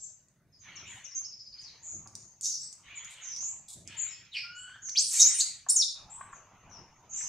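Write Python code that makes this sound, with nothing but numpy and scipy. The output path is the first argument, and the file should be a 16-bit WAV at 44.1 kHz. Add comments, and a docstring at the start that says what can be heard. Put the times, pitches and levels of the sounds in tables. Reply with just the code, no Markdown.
"""Macaques squeal in the treetops: two piercing screams close by, a rasp, a coo and thin chirps farther off.
Each voice is a sliding tone that turns rough when the vocal folds swing unevenly; the throat colours it.
A small bird trills, twigs snap, leaves swish and rustle; the foliage scatters every call into a bright tail.
Under it lie a faint forest hush, insects, a hollow far-off sound and the rumble of a hand-held camera."""
import sys
import numpy as np
from scipy import signal
from scipy.fft import rfft, irfft
from scipy.io import wavfile
from scipy.ndimage import map_coordinates

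SR = 44100
rng = np.random.default_rng(int(sys.argv[2]) if len(sys.argv) > 2 else 0)


def to_wav(s):
    """Save 16-bit WAV."""
    ch = np.atleast_2d(s).T  # columns
    pcm = np.round(np.clip(ch, -1, 1) * 32767)  # PCM
    wavfile.write(sys.argv[1], SR, pcm.astype(np.int16))


N = 321048
TIME = np.arange(N) / SR


def squeals():
    """Whistle-high macaque screams: the throat boosts some pitches as the voice sweeps through them."""
    # one table a squeal: (time [s], pitch [Hz], level before the throat [dB], roughness [0-1])
    calls = [
        [(2.42, 7040, -44, .6), (2.447, 6780, -33, 0.78), (2.56, 5590, -42.5, 0.51), (2.70, 5350, -59, 0.53)],
        [(4.955, 2770, -21, 0.2), (4.969, 3885, -28.5, 0.24), (4.975, 4380, -22, 0.3),
         (5.008, 8370, -29.5, 0.37), (5.05, 9310, -31.5, 0.06), (5.12, 8360, -32.5, 1), (5.18, 7380, -29, 0.84),
         (5.216, 6304, -16.5, 0.7), (5.24, 5870, -26.5, 0.42), (5.262, 6840, -20, .04), (5.275, 7050, -22, .04),
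         (5.298, 8300, -34.5, .08), (5.352, 8600, -28, 0.09), (5.375, 9420, -29.5, 0.04),
         (5.398, 7690, -24, 0.5), (5.41, 6570, -24, 0.67), (5.424, 6380, -39.5, 0.37)],
        [(5.686, 6710, -34, .4), (5.693, 7240, -25.5, 0.33), (5.701, 8770, -13, .06),
         (5.724, 9810, -22.5, 0.04), (5.755, 8020, -37, 0.17), (5.764, 7020, -18.5, 0.13),
         (5.78, 6005, -30.5, 0.14), (5.80, 5556, -26, 0), (5.816, 5030, -26, 0.25), (5.825, 3730, -29, 0.42),
         (5.84, 3800, -27.5, 0.05)],
    ]
    # how the throat boosts or weakens the voice: (frequency [Hz], gain [dB])
    throat = [(300, -45.5), (1500, -24), (2800, -8), (3400, -7), (3800, -5.5), (4400, 5.5), (5000, 2),
              (5650, 4), (6200, 4.5), (6900, 2.5), (8000, 1), (8800, -5.5), (9700, -6.5), (15000, -2)]
    out = np.zeros(N)
    for rows in calls:
        add(out, rows[0][0], strained_voice(*contour(rows)))
    return filtered(out, throat)


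def strained_voice(hz, db, rough):
    """One wavering squeal: a second vibration adds side tones, and harsh stretches add rushing air."""
    # rushing air in a harsh squeal: (frequency [Hz], level [dB])
    rasp = [(1470, -61.5), (2500, -34.5), (2740, -20), (4430, -8), (4820, -18.5), (6540, -19.5),
            (7740, -21.5), (8740, 1.5), (11400, -5.5), (15500, -42)]
    # breath ringing in the throat: (frequency [Hz], level [dB])
    throat_ring = [(3000, -44.5), (4300, -19), (5200, -12.5), (5600, 5), (6000, -15.5), (6800, -13.5),
                   (9000, -23), (15000, -37.5)]
    size, waver_hz = len(hz), 130
    hz = hz * (1 + .015 * wobble(waver_hz, size))
    db = db + 1.2 * wobble(waver_hz, size)
    voice = vocal_folds(hz, rough, [(1, 3.5), (2, -24.5)], jitter=0.1547, jitter_hz=898, shimmer=.45)
    second_hz = np.full(size, 3778.8)
    second = vocal_folds(second_hz, rough, [(1, 0)], jitter=0.039, jitter_hz=396, shimmer=1.0)
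    voice = voice * (1 + gain_of(-25) * second) + rough * gain_of(-16) * second
    air = gain_of(-6) * rough ** 2 * noise(rasp, size)
    breath = gain_of(-19) * noise(throat_ring, size)
    return gain_of(db) * (voice + air + breath) * signal.windows.tukey(size, .02)


def vocal_folds(hz, rough, harmonics, jitter, jitter_hz, shimmer):
    """The rougher the folds swing, the more their pitch (jitter) and strength (shimmer) stagger."""
    size = len(hz)
    shaky_hz = hz * (1 + jitter * rough * wobble(jitter_hz, size))
    phase = 2 * np.pi * np.cumsum(shaky_hz) / SR
    tone = sum(gain_of(db) * np.sin(multiple * phase) for multiple, db in harmonics)
    return evened(tone * np.exp(shimmer * rough * wobble(jitter_hz / 2, size)))


def yelps():
    """The scream cracks into short, lower yelps."""
    # (time [s], length [s], start pitch [Hz], end pitch [Hz], level [dB], left over right [dB])
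    calls = [(4.951, 0.017, 2194, 2910, -40, -1.5), (5.194, .022, 3682, 3850, -26.5, -1),
             (5.402, 0.016, 3560, 4820, -24, -0.5), (5.819, 0.018, 4057, 3520, -30.5, 0)]
    return glides(calls, swell=0.46)


def low_calls():
    """Lower calls and a faint nasal whine: voices with clear harmonics, shaped by an open mouth."""
    # one table a call: (time [s], pitch [Hz], level before the mouth [dB], roughness [0-1])
    calls = [
        [(4.314, 3920, -63, 0.07), (4.332, 3720, -43.5, 0.23), (4.352, 2887, -37, 0.47),
         (4.374, 2400, -34, 0.24), (4.405, 2503, -43.5, 0.42), (4.43, 2650, -56, 0.25)],
        [(4.425, 1510, -66, 0.03), (4.445, 1390, -51.5, 0.2), (4.52, 1442, -49, .05), (4.68, 1514, -49.5, 0.14),
         (4.77, 1584, -56, 0.37)],
    ]
    whine = [(3.88, 625, -57, 0.22), (4.0, 636.4, -62, 0), (4.12, 630.7, -61.5, 0), (4.22, 640, -60, 0.1)]
    # the tones in each voice: (multiple of the pitch, level [dB])
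    call_harmonics = [(1, 1), (2, -4), (3, -24)]
    whine_harmonics = [(3, -7), (4, 0), (5, -4), (6, -13), (7, -14)]
    # how the mouth boosts or weakens the voice: (frequency [Hz], gain [dB])
    open_mouth = [(600, -2), (1400, 0), (2500, 0), (3700, -0.5), (4400, 10), (5400, -9), (6200, -31),
                  (12000, -31)]
    voices = [(rows, call_harmonics) for rows in calls] + [(whine, whine_harmonics)]
    out = np.zeros(N)
    for rows, harmonics in voices:
        hz, db, rough = contour(rows)
        voice = vocal_folds(hz, rough, harmonics, jitter=0.2, jitter_hz=521, shimmer=0.78)
        add(out, rows[0][0], gain_of(db) * voice * signal.windows.tukey(len(hz), .05))
    return filtered(out, open_mouth)


def warble(start_s=3.965, length_s=0.11, pitch_hz=6785, flick_hz=672, flicks_per_s=29):
    """One thin note whose pitch flicks upward again and again."""
    out, t = np.zeros((2, N)), np.arange(0, length_s, 1 / SR)
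    flicks = np.sin(np.pi * flicks_per_s * t) ** 4
    call = note(pitch_hz + flick_hz * flicks, rough=.04, db=-33.5, swell=0.96)
    add(out, start_s, panned(call, pan_db=6.5))
    return out


def chirps():
    """Short, thin calls from farther off, and one high sliding tone within the rasp at 4.36 s."""
    # (time [s], length [s], start pitch [Hz], end pitch [Hz], level [dB], left over right [dB])
    calls = [ (0.0, 0.075, 7700, 7440, -46, 4), (0.031, 0.024, 7640, 6100, -45.5, 6),
             (0.524, 0.05, 5290, 4780, -60, -1), (0.589, 0.071, 6720, 5960, -56, -2),
             (0.755, 0.027, 6880, 5500, -44, 4.5), (0.858, 0.083, 7150, 6940, -49.5, 5),
             (1.04, 0.024, 7100, 5600, -42.5, 7), (1.146, 0.047, 6450, 6270, -33, -2),
             (1.612, 0.09, 6900, 3900, -50, 1), (1.823, 0.16, 7070, 6650, -42, 0.5),
             (2.148, 0.16, 6920, 6620, -57.5, 5), (2.589, 0.087, 7460, 7880, -45, 4),
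             (2.952, 0.044, 7260, 6700, -42.5, 0), (3.037, 0.026, 6970, 6850, -45.5, 3),
             (3.209, 0.19, 6730, 5650, -41, -2), (3.361, 0.17, 5800, 7275, -37, -0.5),
             (3.675, 0.047, 3430, 3860, -76, 0), (4.088, 0.079, 5550, 5200, -52, -5),
             (4.357, 0.084, 5630, 5060, -45, -1), (4.546, 0.11, 6740, 7850, -50, 3),
             (4.818, .13, 6820, 5950, -39.5, -1.5), (6.096, 0.092, 7150, 8080, -46, 4),
             (6.316, 0.065, 7670, 6200, -55, 7), (6.692, 0.11, 6350, 5280, -54, 6.5),
             (7.092, 0.11, 6790, 6100, -42.5, -5.5), (7.125, 0.1, 6730, 7600, -37.5, 5),
             (7.171, 0.22, 6150, 6300, -37, -1)]
    return glides(calls, swell=.63)


def glides(rows, swell):
    """Notes that slide fast at first, then settle on their end pitch."""
    out = np.zeros((2, N))
    for s, length, start_hz, end_hz, db, pan_db in rows:
        hz = end_hz + (start_hz - end_hz) * np.linspace(1, 0, int(length * SR)) ** 1.6
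        rough = 0.085 + 0.81 * length  # longer notes are rougher
        add(out, s, panned(note(hz, rough, db, swell), pan_db))
    return out


def note(hz, rough, db, swell):
    """A nearly pure tone that grows and fades; a larger swell makes the hump narrower."""
    progress = np.linspace(0, 1, len(hz))
    voice = vocal_folds(hz, rough, [(1, 4), (2, -54.0)], jitter=.18, jitter_hz=554, shimmer=0.27)
    return gain_of(db) * voice * (4 * progress * (1 - progress)) ** swell


def bird_trill(first_top_hz=5590, sink_hz_per_s=1300, note_s=0.0382, rise_hz=976):
    """A small bird repeats one rising and falling note, a little lower each time."""
    # the bird's notes: (time [s], level [dB])
    notes = [(1.108, -47), (1.24, -39), (1.322, -45), (1.394, -44), (1.459, -48.5), (1.522, -46.5),
             (1.58, -44)]
    out = np.zeros(N)
    progress = np.linspace(0, 1, int(note_s * SR))
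    below_top_hz = rise_hz * (progress / 0.593 - 1) ** 2  # highest just past the middle
    for s, db in notes:
        top_hz = first_top_hz - sink_hz_per_s * (s - notes[0][0])
        add(out, s, note(top_hz - below_top_hz, rough=0.16, db=db, swell=1))
    return out


def wood():
    """Twigs snap sharply and wood knocks dully."""
    # (time [s], peak level [dB], ringing pitch [Hz])
    snaps = [(0.285, -48, 6460), (2.0743, -34, 6230), (2.153, -25.5, 5900), (2.4105, -25, 6750),
             (2.728, -28.5, 6740), (3.0466, -31.5, 7000), (3.3631, -26, 5920), (3.8757, -25.5, 6300),
             (4.894, -22.5, 5540)]
    knocks = [(1.213, -52, 1020), (2.06, -44.5, 1150), (3.425, -50, 960), (4.693, -49, 1530),
              (4.758, -41.5, 1330), (4.884, -43.5, 1850), (5.664, -38.5, 1010), (6.209, -32, 1290),
              (6.329, -35.5, 1325), (6.713, -44, 1016), (7.209, -37.5, 1995)]
    sharp = cracks(snaps, decay_s=0.00037, width_octaves=.42, hiss_db=-37)
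    dull = cracks(knocks, decay_s=.0021, width_octaves=0.59, hiss_db=-61.5)
    return sharp + dull


def cracks(rows, decay_s, width_octaves, hiss_db):
    """Wood gives way: a few milliseconds of crackle, ringing loosely around one pitch."""
    out, t = np.zeros(N), np.arange(2048) / SR
    f = np.fft.rfftfreq(len(t), 1 / SR)
    for s, db, hz in rows:
        ring = np.exp(-(np.log2((f + 1) / hz) / width_octaves) ** 2)
        hiss = gain_of(hiss_db) * f / (f + hz)
        crackle = irfft(rfft(rng.standard_normal(len(t))) * (ring + hiss))
        burst = crackle * t / decay_s * np.exp(-t / decay_s)
        add(out, s, gain_of(db) * burst / abs(burst).max())
    return out


def swishes():
    """Leaves slide over each other in clumps of tiny ticks."""
    # leaves brushing: (time [s], length [s], level [dB])
    brushes = [(0.87, 0.15, -63), (1.59, 0.068, -70.5), (3.094, 0.058, -52.5), (3.675, 0.078, -45.5),
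               (3.88, 0.045, -76), (4.323, 0.087, -62.5)]
    # their bright hiss: (frequency [Hz], level [dB])
    colour = [(880, -73), (1500, -35), (1590, -59), (2220, -27), (2940, -37), (3580, -5.5), (4310, -10.5),
              (6310, -9), (7600, 1.5), (10200, -14), (15500, -33)]
    out = np.zeros(N)
    for s, length, db in brushes:
        size = int(length * SR)
        ticks = evened(noise(colour, size) * gain_of(4 * wobble(330, size)))
        add(out, s, gain_of(db) * ticks * signal.windows.tukey(size, .5))
    return out


def forest(sound, leaves_db, tail_db, scatter_s):
    """The direct sound, quick echoes from nearby leaves, and a longer tail from the trunks."""
    # how long the tail rings: (frequency [Hz], time to fade by 60 dB [s])
    fade_times = [(200, 0.32), (1500, 0.41), (4000, 0.36), (7000, 0.31), (10000, 0.32), (15000, 0.21)]
    t, echoes_per_s = np.arange(SR) / SR, 3000
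    strengths = rng.standard_normal((2, 2, SR))
    arrivals = (rng.random((2, 2, SR)) < echoes_per_s / SR) * (t > .001)
    leaf_echoes, trunk_echoes = strengths * arrivals
    near = leaf_echoes * np.exp(-t / scatter_s)
    hz, at, spectrum = signal.stft(trunk_echoes * (1 - np.exp(-t / 0.04)), SR, nperseg=256)
    fade = gain_of(-60 * at / value_at(fade_times, hz)[:, None])
    tail = signal.istft(spectrum * fade, SR, nperseg=256)[1][:, :SR]
    near = gain_of(leaves_db) * near / np.linalg.norm(near[0])
    tail = gain_of(tail_db) * tail / np.linalg.norm(tail[0])
    response = stereo(*(near + tail), side_db=-1.5)
    response[:, 0] += 1  # the direct sound
    response /= np.linalg.norm(response.mean(0))
    return signal.fftconvolve(np.atleast_2d(sound), response, axes=1)[:, :N]


def rustles():
    """Leaves stir with a dry rustle now and then."""
    # (time [s], length [s], level [dB])
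    stirs = [(.6, 0.32, -51), (1.5, 0.26, -66), (2.81, .44, -52), (3.84, 0.22, -50.5), (5.08, .25, -47.5),
             (6.12, 0.066, -69), (7.1, 0.2, -58)]
    # their dry hiss: (frequency [Hz], level [dB])
    colour = [(250, -47.5), (500, -23.5), (1000, -10), (1600, -7), (2330, 3), (2600, -3), (2880, 0.5),
              (3400, -4), (3950, -9), (4800, -24.5), (6500, -39), (11000, -42)]
    return bed(colour) * swells(stirs, rise_s=0.098, sag_db_per_s=3.5, fade_db_per_s=57.5)


def camera_rumble():
    """The hand's grip makes a steady rumble, with a few soft bumps."""
    # bumps of the hand: (time [s], length [s], level [dB])
    touches = [(.64, 0.22, -59), (1.58, .25, -72), (1.895, 0.067, -52), (2.05, 0.13, -60.5),
               (3.72, .14, -53.5), (6.2, 0.23, -68.5), (6.62, .33, -60)]
    # the rumble: (frequency [Hz], level [dB])
    colour = [(15, -42.5), (25, -26.5), (50, -8.5), (102, 4.5), (200, -3), (246, -8), (358, -8.5),
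              (501, -20), (568, -14.5), (700, -16), (910, -45), (1540, -120)]
    grip = gain_of(-73.5)
    bumps = swells(touches, rise_s=0.062, sag_db_per_s=23.5, fade_db_per_s=54.5)
    return bed(colour, flutter_db=3.5) * np.hypot(grip, bumps)


def far_sound():
    """A hollow far-off sound swells and fades."""
    # (time [s], length [s], level [dB])
    events = [(1.6, 0.46, -69), (2.6, 1.0, -72), (5.93, 0.41, -60.5), (6.48, 0.27, -60), (7.0, 0.24, -64.5)]
    # its hollow tone: (frequency [Hz], level [dB])
    colour = [(150, -3), (300, -13), (520, -12.5), (700, -6.5), (930, -2.5), (1200, -6), (1600, -14.5),
              (2500, -11.5), (4000, -28), (9900, -76)]
    return bed(colour, flutter_db=1) * swells(events, rise_s=0.045, sag_db_per_s=-1.5, fade_db_per_s=30)


def insects():
    """Insects make a high hiss that drifts in loudness."""
    # (time [s], level [dB])
    levels = [(0, -55), (.45, -90), (.7, -67), (2.3, -67.5), (4.3, -72.5), (6.2, -69.5), (6.6, -72),
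              (7.28, -70)]
    # their hiss: (frequency [Hz], level [dB])
    colour = [(500, -23), (3000, -23.5), (4500, -8), (5500, -4.5), (6400, 10), (7400, -11), (8500, -40.5),
              (15000, -38)]
    return bed(colour, level_db=np.interp(TIME, *np.transpose(levels)), flutter_db=1)


def hush():
    """The faint, steady hush of the forest."""
    # (frequency [Hz], level [dB])
    colour = [(20, -33.5), (38, -23.5), (52, 4), (65, -13), (100, 2), (193, -7), (274, -20.5), (359, -23.5),
              (520, -17), (1950, -21), (2600, -27), (5140, -33.5), (15500, -36)]
    return bed(colour, level_db=-72.5)


def bed(colour, level_db=0, flutter_db=0):
    """A layer of stereo noise whose loudness can flutter."""
    sound = stereo(noise(colour, N), noise(colour, N), side_db=-0.5)
    return sound * gain_of(level_db + flutter_db * wobble(9.1, N))


def swells(rows, rise_s, sag_db_per_s, fade_db_per_s):
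    """Loudness over time: each event rises, sags (or grows, if the sag is negative), then dies away."""
    power = np.zeros(N)
    for s, length, db in rows:
        t = np.maximum(TIME - s, 0)
        rise = np.sin(np.pi / 2 * np.minimum(t / rise_s, 1)) ** 2
        fall_db = sag_db_per_s * t + fade_db_per_s * np.maximum(t - length, 0)
        power += (rise * gain_of(db - fall_db)) ** 2
    return np.sqrt(power)


def flicker(sound, depth_db=3.5, patch_s=.035, patch_hz=189.4):
    """Lets small patches of time and pitch grow louder or softer on their own."""
    hz, at, spectrum = signal.stft(sound, SR, nperseg=512)
    grid = np.meshgrid(hz / patch_hz, at / patch_s, indexing="ij")
    patches = map_coordinates(rng.standard_normal((400, 800)), grid, order=1, mode="wrap")
    gains = evened(gain_of(depth_db * evened(patches)))
    return signal.istft(spectrum * gains, SR, nperseg=512)[1][:, :N]


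def stereo(middle, side, side_db):
    """Two close microphones: they share the bass, while the treble drifts apart."""
    side = gain_of(side_db) * filtered(side, [(200, -16.0), (2200, -11), (5000, -1.5)])
    return np.array([middle + side, middle - side])


def panned(sound, pan_db):
    """Makes the left side pan_db louder than the right."""
    return gain_of([[pan_db / 2], [-pan_db / 2]]) * sound


def contour(rows):
    """Joins the rows of a call by straight lines."""
    times, *columns = np.transpose(rows)
    t = np.arange(times[0], times[-1], 1 / SR)
    return [np.interp(t, times, column) for column in columns]


def noise(colour, size):
    """Noise of strength 1 with the given balance of low and high."""
    return evened(filtered(rng.standard_normal(size), colour))


def wobble(hz, size):
    """Random motion of strength 1, no faster than about hz."""
    f = np.fft.rfftfreq(size, 1 / SR)
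    return evened(irfft(rfft(rng.standard_normal(size)) / (1 + (f / hz) ** 2), size))


def filtered(sound, colour):
    """Turns each frequency up or down by a table of (frequency [Hz], gain [dB])."""
    hz = np.fft.rfftfreq(len(sound), 1 / SR)
    return irfft(rfft(sound) * gain_of(value_at(colour, hz)), len(sound))


def value_at(points, hz):
    """Reads between the rows of a frequency table, with octaves evenly spaced."""
    f, value = np.transpose(points)
    return np.interp(np.log(hz + 1), np.log(f + 1), value)


def gain_of(db):
    """Turns decibels into a factor to multiply by."""
    return 10 ** (np.asarray(db) / 20)


def evened(x):
    """Scales to an average strength (rms) of 1."""
    return x / np.sqrt(np.mean(np.abs(x) ** 2) + 1e-20)


def add(mix, start_s, sound):
    """Mixes a sound in at its start time."""
    part = mix[..., max(round(start_s * SR), 0):][..., :sound.shape[-1]]
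    part += sound[..., :part.shape[-1]]


def scene():
    """Callers, wood and leaves echo through the foliage, over a quiet background."""
    screams = forest(squeals() + yelps() + warble(), leaves_db=-2, tail_db=-5.5, scatter_s=0.021)
    low = forest(low_calls(), leaves_db=-4, tail_db=-4, scatter_s=0.016)
    distant = forest(chirps(), leaves_db=-3.5, tail_db=-1.5, scatter_s=0.011)
    bird = forest(bird_trill(), leaves_db=-4, tail_db=-5, scatter_s=0.013)
    branches = forest(wood() + swishes(), leaves_db=-3, tail_db=-6.5, scatter_s=0.013)
    background = flicker(rustles() + far_sound() + insects() + hush()) + camera_rumble()
    return screams + low + distant + bird + branches + background


def record(dry):
    """Cuts off the very highest treble."""
    cutoff_hz = 15700
    low_pass = signal.firwin(511, cutoff_hz, window=("kaiser", 9), fs=SR)
    return signal.oaconvolve(dry, low_pass[None], "same")


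dry = scene()
out = record(dry)
to_wav(out)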